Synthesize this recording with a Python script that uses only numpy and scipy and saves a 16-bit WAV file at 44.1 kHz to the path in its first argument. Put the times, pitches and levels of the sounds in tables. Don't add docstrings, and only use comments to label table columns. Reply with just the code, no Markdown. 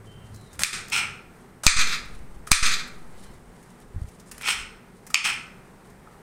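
import sys
import numpy as np
from scipy import signal
from scipy.fft import rfft, irfft, next_fast_len
from scipy.io import wavfile
from scipy.ndimage import uniform_filter1d

SR = 44100
rng = np.random.default_rng(int(sys.argv[2]) if len(sys.argv) > 2 else 0)


def volts(x):
    e = np.asarray(x, float) / 20
    return 10 ** e


def transcribe(u):
    v = np.clip(np.atleast_2d(u).T, -1, 1)
    q = np.round(v * 32767).astype(np.int16)
    wavfile.write(sys.argv[1], SR, q)


N = 274280


def rms_one(x):
    return x / np.sqrt(np.mean(x ** 2) + 1e-20)


def white():
    return rng.standard_normal(N)


def band_pass(x, low_hz, high_hz):
    return signal.sosfilt(signal.butter(2, [low_hz, high_hz], "band", fs=SR, output="sos"), x)


def line(start_s, length_s, first, last):
    return np.interp(np.arange(N) / SR, [start_s, start_s + length_s], [first, last])


def while_on(start_s, end_s):
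    t = np.arange(N) / SR
    return uniform_filter1d(1. * (t > start_s) * (t < end_s), size=133)


def at_hz(points, hz):
    points_hz, values = np.transpose(points)
    return np.interp(np.log(hz + 1), np.log(points_hz), values)


def coloured(x, spectrum):
    size = next_fast_len(N)
    gain = volts(at_hz(spectrum, np.fft.rfftfreq(size, 1 / SR)))
    return rms_one(irfft(rfft(x, size) * gain, size)[:N])


def drift(rate_hz):
    r = np.exp(-2 * np.pi * rate_hz / SR)
    wander = signal.lfilter([1], [1, -2 * r, r * r], rng.standard_normal(N + SR))
    return rms_one(wander[SR:])


def grains(per_s, spread_db):
    sizes = volts(spread_db * np.minimum(rng.exponential(1, N), 5)) * rng.choice([-1, 1], N)
    return rms_one(sizes * (rng.random(N) < per_s / SR))


def resonate(x, hz, width_hz):
    r = np.exp(-np.pi * width_hz / SR)
    poles = [1, -2 * r * np.cos(2 * np.pi * hz / SR), r * r]
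    return signal.lfilter([(1 - r * r) / 2, 0, (r * r - 1) / 2], poles, x + 1e-18)


def modes(table, drive):
    return sum((-1) ** k * volts(db) * resonate(drive, hz, width_hz)
               for k, (hz, width_hz, db) in enumerate(table))


def bursts(rows, length_s, click):
    low, high, t = np.zeros(N), np.zeros(N), np.arange(2000) / SR
    for s, db, bright_db in rows:
        chatter = rng.standard_normal(len(t)) * np.exp(-(t / length_s) ** 2)
        chatter[0] = -click
        i = round(s * SR)
        low[i:i + len(t)] += volts(db - bright_db) * chatter
        high[i:i + len(t)] += volts(db + bright_db) * chatter
    return np.array([low, high])


def swell(s, db, rise_s, hold_s, fall_s):
    t = np.arange(0, N + 44, 44) / SR
    down = np.maximum((s - t) / rise_s, (t - s - hold_s) / fall_s).clip(0)
    return np.interp(np.arange(N) / SR, t, volts(db - 40 * down))


def moves(rows, rest_db):
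    return volts(rest_db) + sum(swell(s, db, fade_s, 0, fade_s) for s, db, fade_s in rows)


# (time [s], blow [dB], microphone sag [0-3], edge snap [dB], blade ring [dB])
KNOCKS = [
    (0.6347, 19, 0.038, 16.5, -12),
    (1.666, 28, 1.46, 20, 9.5),
    (2.5166, 29.5, 1.3, 24, 9),
    (5.144, 18.5, 0.015, 12, 30),
]
# (frequency [Hz], width [Hz], level [dB])
BLADE_LOW = [(813, 160, -13), (1353, 120, -0.5), (2130, 600, -2), (2544, 396, 2)]
BLADE_HIGH = [(3150, 340, -4), (4280, 200, -9.5), (5250, 380, -7.5), (6480, 1200, -15), (8320, 810, -10),
              (10730, 260, -22.5), (14000, 3000, -37)]


def knocks():
    snap, steel = np.zeros(N), np.zeros(N)
    for s, *_, snap_db, blade_db in KNOCKS:
        snap[round(s * SR)] = -volts(snap_db)
        steel[round(s * SR)] = -volts(blade_db)
    blade = modes(BLADE_LOW[2:], steel) + modes(BLADE_HIGH, steel)
    bright_db = 1
    rows = [(s, db, bright_db) for s, db, *_ in KNOCKS]
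    hit = board(*bursts(rows, 2e-5, click=0.89))
    blow = hit + resonate(snap, 6200, 4800) - blade
    rattle = volts(-20) * board(*bursts(rows, 0.0031, click=0))
    return blow, rattle


# (frequency [Hz], width [Hz], level [dB])
BOARD_LOW = [(833, 200, -23.5), (1246, 270, 0.5), (2030, 510, 1), (2422, 250, 7.5), (3580, 1500, 1.5)]
BOARD_HIGH = [(4440, 1200, 4), (5520, 900, -3), (6210, 910, 2.5), (8500, 900, -7), (10250, 2200, -17.5),
              (14520, 2900, -37)]


def board(low_drive, high_drive):
    out = modes(BOARD_LOW, low_drive) - modes(BOARD_HIGH, high_drive)
    out = out - 0.39 * resonate(out, 980, 380)
    return out - 0.71 * resonate(out, 2950, 630)


# (full pressure [s], level [dB], rise [s], hold [s], brightness [dB])
SCRAPES = [(.926, -20, 0.02, 0.06, 0.5), (.99, -30.5, 0.076, 0.048, -5), (4.44, -36.5, 0.059, .02, -6),
           (4.475, -20, 0.087, 0.011, 2), (4.506, -16.5, 0.051, 0.0052, 2), (4.56, -41.5, 0.06, .02, -2),
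           (4.6, -33.5, 0.067, 0.014, 0), (5.253, -21.5, 0.046, 0.002, 3.5), (5.28, -22, 0.082, 0.016, -2),
           (5.33, -33.5, .05, 0.016, -1.5)]
DRAGS = [(1.792, -28, 0.011, .025, -4), (1.875, -34, 0.097, 0.008, -2), (1.925, -30.5, 0.11, 0.022, -8),
         (2.655, -27.5, .01, 0.021, -1.5), (2.72, -26, 0.052, 0.0194, -2.5),
         (2.79, -36.5, 0.033, 0.0088, -6)]


def scrapes():
    stutter = volts(1.8 * drift(110))
    clicks = stutter * np.array([grains(9000, 3.7), grains(9000, 2.5)])
    push = pressure(SCRAPES)
    low, high = push * clicks
    hiss = volts(-33) * resonate(push[1] * clicks[0], 12000, 5000)
    edge = modes(BLADE_LOW, low) + modes(BLADE_HIGH, high) + hiss
    dull = signal.butter(1, 9000, fs=SR, output="sos")
    drag = signal.sosfilt(dull, board(*(pressure(DRAGS) * clicks)))
    return volts(9.5) * edge + volts(5) * drag


def pressure(rows):
    fall_s = 0.074
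    return sum(volts([[-bright_db], [bright_db]]) * swell(s, db, rise_s, hold_s, fall_s)
               for s, db, rise_s, hold_s, bright_db in rows)


# (time [s], peak [dB], brightness [dB])
CRACKS = [(0.3436, -37, 4.5), (0.53, -33, 4), (0.546, -36, 0), (0.5915, -20.5, 2), (0.6047, -18, -1),
          (0.617, -15, 2), (1.6345, -25.5, 1.5), (2.4723, -25.5, 1), (2.8744, -36, 4), (3.235, -38, 0),
          (3.336, -45.5, 5), (3.6274, -39, 2.5), (4.086, -38.5, 3.5), (4.1975, -50.5, 19),
          (4.3132, -21.5, 3), (4.3444, -37, -1), (5.0664, -27.5, 3.5), (5.1015, -26, 2.5),
          (5.854, -47.5, 2.5), (5.8994, -47, 6.5)]
TICKS = [(0.361, -34.5, 5), (0.411, -39, 4), (0.5925, -14, 1), (0.6095, -22, 0), (0.6218, -20, -1),
         (0.883, -36.5, 13), (0.8995, -34.5, 13), (2.057, -37, 2), (2.1393, -42.5, 0.5), (2.1897, -40, 2.5),
         (3.703, -44, 8), (3.8018, -35.5, 3), (4.3799, -21.5, 2.5), (4.4116, -18, 0.5), (4.4205, -23, 4),
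         (4.432, -23, -4.5), (4.476, -15, -10), (4.485, -11.5, -12), (5.2525, -17, -5), (5.872, -46, 2.0)]
# (frequency [Hz], width [Hz], level [dB])
SNAP = [(1250, 1400, -0.5), (3200, 2500, -0.5), (5650, 6700, -5), (9400, 3500, -2.5), (13300, 6100, -13.5)]


def cracks():
    low, high = bursts(CRACKS, 0.013, click=2.8) + bursts(TICKS, 0.0041, click=2.8)
    return volts(-4) * (modes(SNAP[:2], low) + modes(SNAP[2:], high))


# (start [s], length [s], start level [dB], change [dB])
SLICES = [(0.592, 0.034, -29.5, 4), (1.635, .025, -23.5, -7), (1.66, .0045, -31, 12.5),
          (2.47, .031, -35.5, -29), (2.511, 0.0092, -29.5, 24), (4.261, .04, -53.5, 1.5),
          (4.34, 0.094, -56.5, 2), (5.137, 0.0082, -55.5, 42.5)]
# (frequency [Hz], density [dB])
FLESH = [(290, -43), (500, -8.5), (1330, -3.5), (2260, -12), (2810, -13.5), (7060, -6), (8790, -3.5),
         (15300, -28.5), (16500, -39)]


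def slices():
    level = sum(volts(line(s, length_s, db, db + change_db)) * while_on(s, s + length_s)
                for s, length_s, db, change_db in SLICES)
    return level * coloured(grains(11000, 2.1) * volts(1.7 * drift(90)), FLESH)


# (time [s], level [dB])
TAPS = [(2.473, -10.5), (5.104, -14), (6.073, -18.5)]


def taps():
    clicks = np.zeros(N)
    for s, db in TAPS:
        clicks[round(s * SR)] = volts(db + 21.5)
    return resonate(resonate(clicks, 1270, 160), 1270, 500)


# (frequency [Hz], T60 [s])
KITCHEN_T60 = [(500, 0.15), (1300, 0.75), (2500, 0.51), (5000, 0.45), (10000, .4), (16000, 0.065)]


def kitchen(x):
    t, tail = np.arange(SR) / SR, 0
    edges_hz = 400 * 2 ** np.arange(0, 5.6, .5)
    for low_hz, high_hz in zip(edges_hz, edges_hz[1:]):
        band = band_pass(rng.standard_normal(SR), low_hz, high_hz)
        tail = tail + band * volts(-60 * t / at_hz(KITCHEN_T60, np.sqrt(low_hz * high_hz)))
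    tail *= np.clip(t / 0.0048, 0, 1)
    tail_db, echo_s, echo_db = 0.5, .0112, 9
    echo = np.roll(resonate(resonate(x, 2250, 570), 2600, 1100), round(echo_s * SR))
    echo = 0.85 * echo + 0.28 * np.roll(echo, round(.0017 * SR))
    reverb = signal.fftconvolve(x, tail / np.linalg.norm(tail))[:N]
    return volts(tail_db) * reverb + volts(echo_db) * echo


# (time [s], peak [dB])
THUMPS = [(3.944, -32.5), (3.961, -21.5), (3.977, -25.5), (4.017, -21), (4.042, -27.5), (4.079, -36),
          (4.609, -44)]


def thumps():
    out, t = np.zeros(N), np.arange(3000) / SR
    swing = np.sin(2 * np.pi * 71 * t) * (t / 0.0046) * np.exp(-t / 0.0034)
    for k, (s, db) in enumerate(THUMPS):
        i = round(s * SR)
        out[i:i + len(t)] += (-1) ** k * volts(db + 16) * swing
    return out


# (time [s], level [dB], fade [s], share of the deep part [0-1])
PUFFS = [(.18, -42.5, .6, 0.44), (.33, -47, 0.56, 0.1), (.614, -39.5, 0.18, 0), (.752, -65, .2, 0),
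         (1.0, -46, 0.98, 0), (1.169, -54.5, 0.37, 0), (2.072, -45.5, .3, 0.6), (2.18, -40.5, .5, 1),
         (2.379, -47, 0.51, 1), (2.99, -53, .4, .5), (3.27, -42, .6, 0.67), (3.468, -50, .2, .7),
         (3.9, -42.5, .2, 0.57), (4.179, -54, 0.12, 0.34), (4.36, -43, 0.35, .6), (4.62, -37, 0.21, 0.94),
         (4.76, -58, 0.17, 0.6), (5.3, -48.5, .4, 0), (5.7, -57, 0.64, 0.3), (5.94, -52, 0.28, 0.54),
         (6.15, -58.5, 0.34, 0.8)]


def puffs():
    deep = rms_one(band_pass(white(), 20, 60))
    higher = rms_one(band_pass(white(), 55, 160))
    out = volts(-66.5) * (deep + higher)
    for s, db, fade_s, share in PUFFS:
        out = out + swell(s, db, fade_s, 0, fade_s) * (share * deep + (1 - share) * higher)
    return out


# (frequency [Hz], level [dB])
BLADE_RING = [(2860, -73), (3060, -72), (3774, -72), (4011, -74), (4247, -68), (4538, -70), (5265, -73),
              (7262, -76)]


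def blade_ring():
    level_db = np.interp(np.arange(N) / SR, [3.12, 3.2, 3.3, 3.38], [-8, 0, 0, -10])
    rings = sum(volts(db) * rms_one(resonate(white(), hz, 6.7)) for hz, db in BLADE_RING)
    return volts(level_db) * while_on(3.12, 3.38) * rings


# (time [s], level [dB], fade [s])
RUSTLE = [(.065, -58, 0.15), (.13, -63, 0.1), (.205, -69, 0.084), (.26, -58, 0.11), (.346, -63, 0.23),
          (.49, -75, .3), (.53, -57.5, 0.44), (1.42, -63, 0.27), (1.485, -71, 0.086), (2.15, -59, 0.29),
          (2.35, -63.5, 0.2), (3.02, -62, 0.49), (3.19, -61, 0.22), (3.245, -56.5, 0.199), (3.33, -67, .3),
          (3.62, -57.5, 0.63), (3.802, -59, .15), (4.09, -56, 0.37), (4.2, -74, 0.14),
          (4.972, -56.5, 0.094), (5.06, -62.5, .2), (5.56, -69, 0.3), (5.69, -68, .3), (5.86, -63, 0.33),
          (6.136, -64.5, .25)]
# (frequency [Hz], density [dB])
HANDS = [(1760, -40), (3000, -1), (3390, -5), (9940, -8), (15500, -32), (16100, -21), (16500, -57)]


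def rustle():
    rub = coloured(grains(9000, 3) * volts(2.7 * drift(30)), HANDS)
    hands = moves(RUSTLE, -80.5) * rub
    return volts(-3) * hands + volts(-5) * resonate(hands, 9200, 2500)


# (time [s], level [dB], fade [s])
REVS = [(.076, -48, 0.44), (.34, -44.5, 0.6)]


def engine():
    hz, db, on = np.full(N, 107.3), 20 * np.log10(moves(REVS, -54.5)), while_on(0, .48)
    return on * (tone(hz, db) + tone(2 * hz, db - 10.5) + tone(4 * hz, db - 17))


def tone(hz, db):
    return np.sqrt(2) * volts(db) * np.sin(2 * np.pi * np.cumsum(hz) / SR)


# (start [s], length [s], pitch [Hz], glide [Hz/s], level [dB])
BIRD = [
    (.06, .22, 3078, -30, -62),
    (.335, .2, 4090, -2500, -57.5),
]
BIRD_FADE_DB = [-4, -3]
BIRD_WAVER = [.005, .014]
# (pitch ratio, level [dB])
BIRD_TRILL = [
    [(1, 2), (.89, -8), (.93, -8), (1.015, -3), (1.07, -7)],
    [(1, 0), (1.07, -7)],
]


def bird():
    out, waver = 0, drift(200)
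    for call, fade_db, spread, notes in zip(BIRD, BIRD_FADE_DB, BIRD_WAVER, BIRD_TRILL):
        s, length_s, start_hz, glide, start_db = call
        hz = line(s, length_s, start_hz, start_hz + glide * length_s) * (1 + spread * waver)
        db = line(s, length_s, start_db, start_db + fade_db)
        whistle = sum(tone(ratio * hz, db + note_db - 6) for ratio, note_db in notes)
        out = out + while_on(s, s + length_s) * whistle
    return out


# (frequency [Hz], density [dB])
AIR = [(12, -28), (20, -1.5), (51, -9), (79, -16.5), (135, -5.5), (169, -5.5), (305, -18.5), (492, -17.5),
       (652, -19.5), (729, -15.5), (2060, -23.5), (3140, -36), (8890, -40.5), (15200, -42), (16500, -59.5)]
# (frequency [Hz], width [Hz], level [dB])
HUMS = [(241.6, 4.1, -58), (390, 100, -53.5), (188, 24, -54.5)]


def background():
    air = volts(-48.5 + .8 * drift(4)) * coloured(white(), AIR)
    hums = sum(volts(db) * rms_one(resonate(white(), hz, width_hz)) for hz, width_hz, db in HUMS)
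    port = volts(-68.5) * rms_one(resonate(white(), 8500, 900))
    return air + hums + port


def scene():
    blow, rattle = knocks()
    scrape, fruit, far_bird = scrapes(), cracks() + slices() + taps(), bird()
    room = kitchen(blow + volts(-7.5) * scrape + volts(-8.5) * fruit + volts(3) * far_bird)
    near = blow + rattle + scrape + fruit
    at_microphone = thumps() + puffs()
    faint = blade_ring() + rustle() + engine() + far_bird + background()
    return (near + room + at_microphone + faint)[None]


def sag():
    kicks = np.zeros(N)
    for s, _, size, *_ in KNOCKS:
        kicks[round(s * SR)] = -.65 * size
    loss = signal.lfilter([1], [1, -np.exp(-1 / (0.032 * SR))], kicks)
    return signal.sosfilt(signal.butter(2, 1.1, "high", fs=SR, output="sos"), loss)


# (held level [dB], hold [s], first step [dB], level one block later [dB])
DUCKS = [(-10.5, .0945, 0, 0.5), (-9.5, .0995, -1, 2.5), (-11, .1105, 1.5, 2.5), (-10.5, 0.099, -0.5, -1.5)]


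def gain_control():
    rest_db, settle_s, block_s, attack_s = -3.5, .3, .023, .0012
    db, t = np.full(N, rest_db), np.arange(N) / SR
    for (s, *_), (held_db, hold_s, first_db, second_db) in zip(KNOCKS, DUCKS):
        free_s = t - s - hold_s - block_s
        settling_db = rest_db + (second_db - rest_db) * np.exp(-free_s.clip(0) / settle_s)
        after_db = np.where(free_s < 0, first_db, settling_db)
        ducked_db = np.where(t < s + hold_s, held_db, after_db)
        db = np.where(t < s + attack_s, db, ducked_db)
    return volts(uniform_filter1d(db, size=133))


def band_limit(x):
    return signal.sosfilt(signal.butter(12, 16640, fs=SR, output="sos"), x)


def record(dry):
    x = np.clip((dry + sag()) * gain_control(), -1, 1)
    top_cut = signal.ellip(8, .5, 35, 15800, fs=SR, output="sos")
    x = np.clip(signal.sosfilt(top_cut, x), -1, 1)
    return band_limit(x)


dry = scene()
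out = record(dry)
transcribe(out)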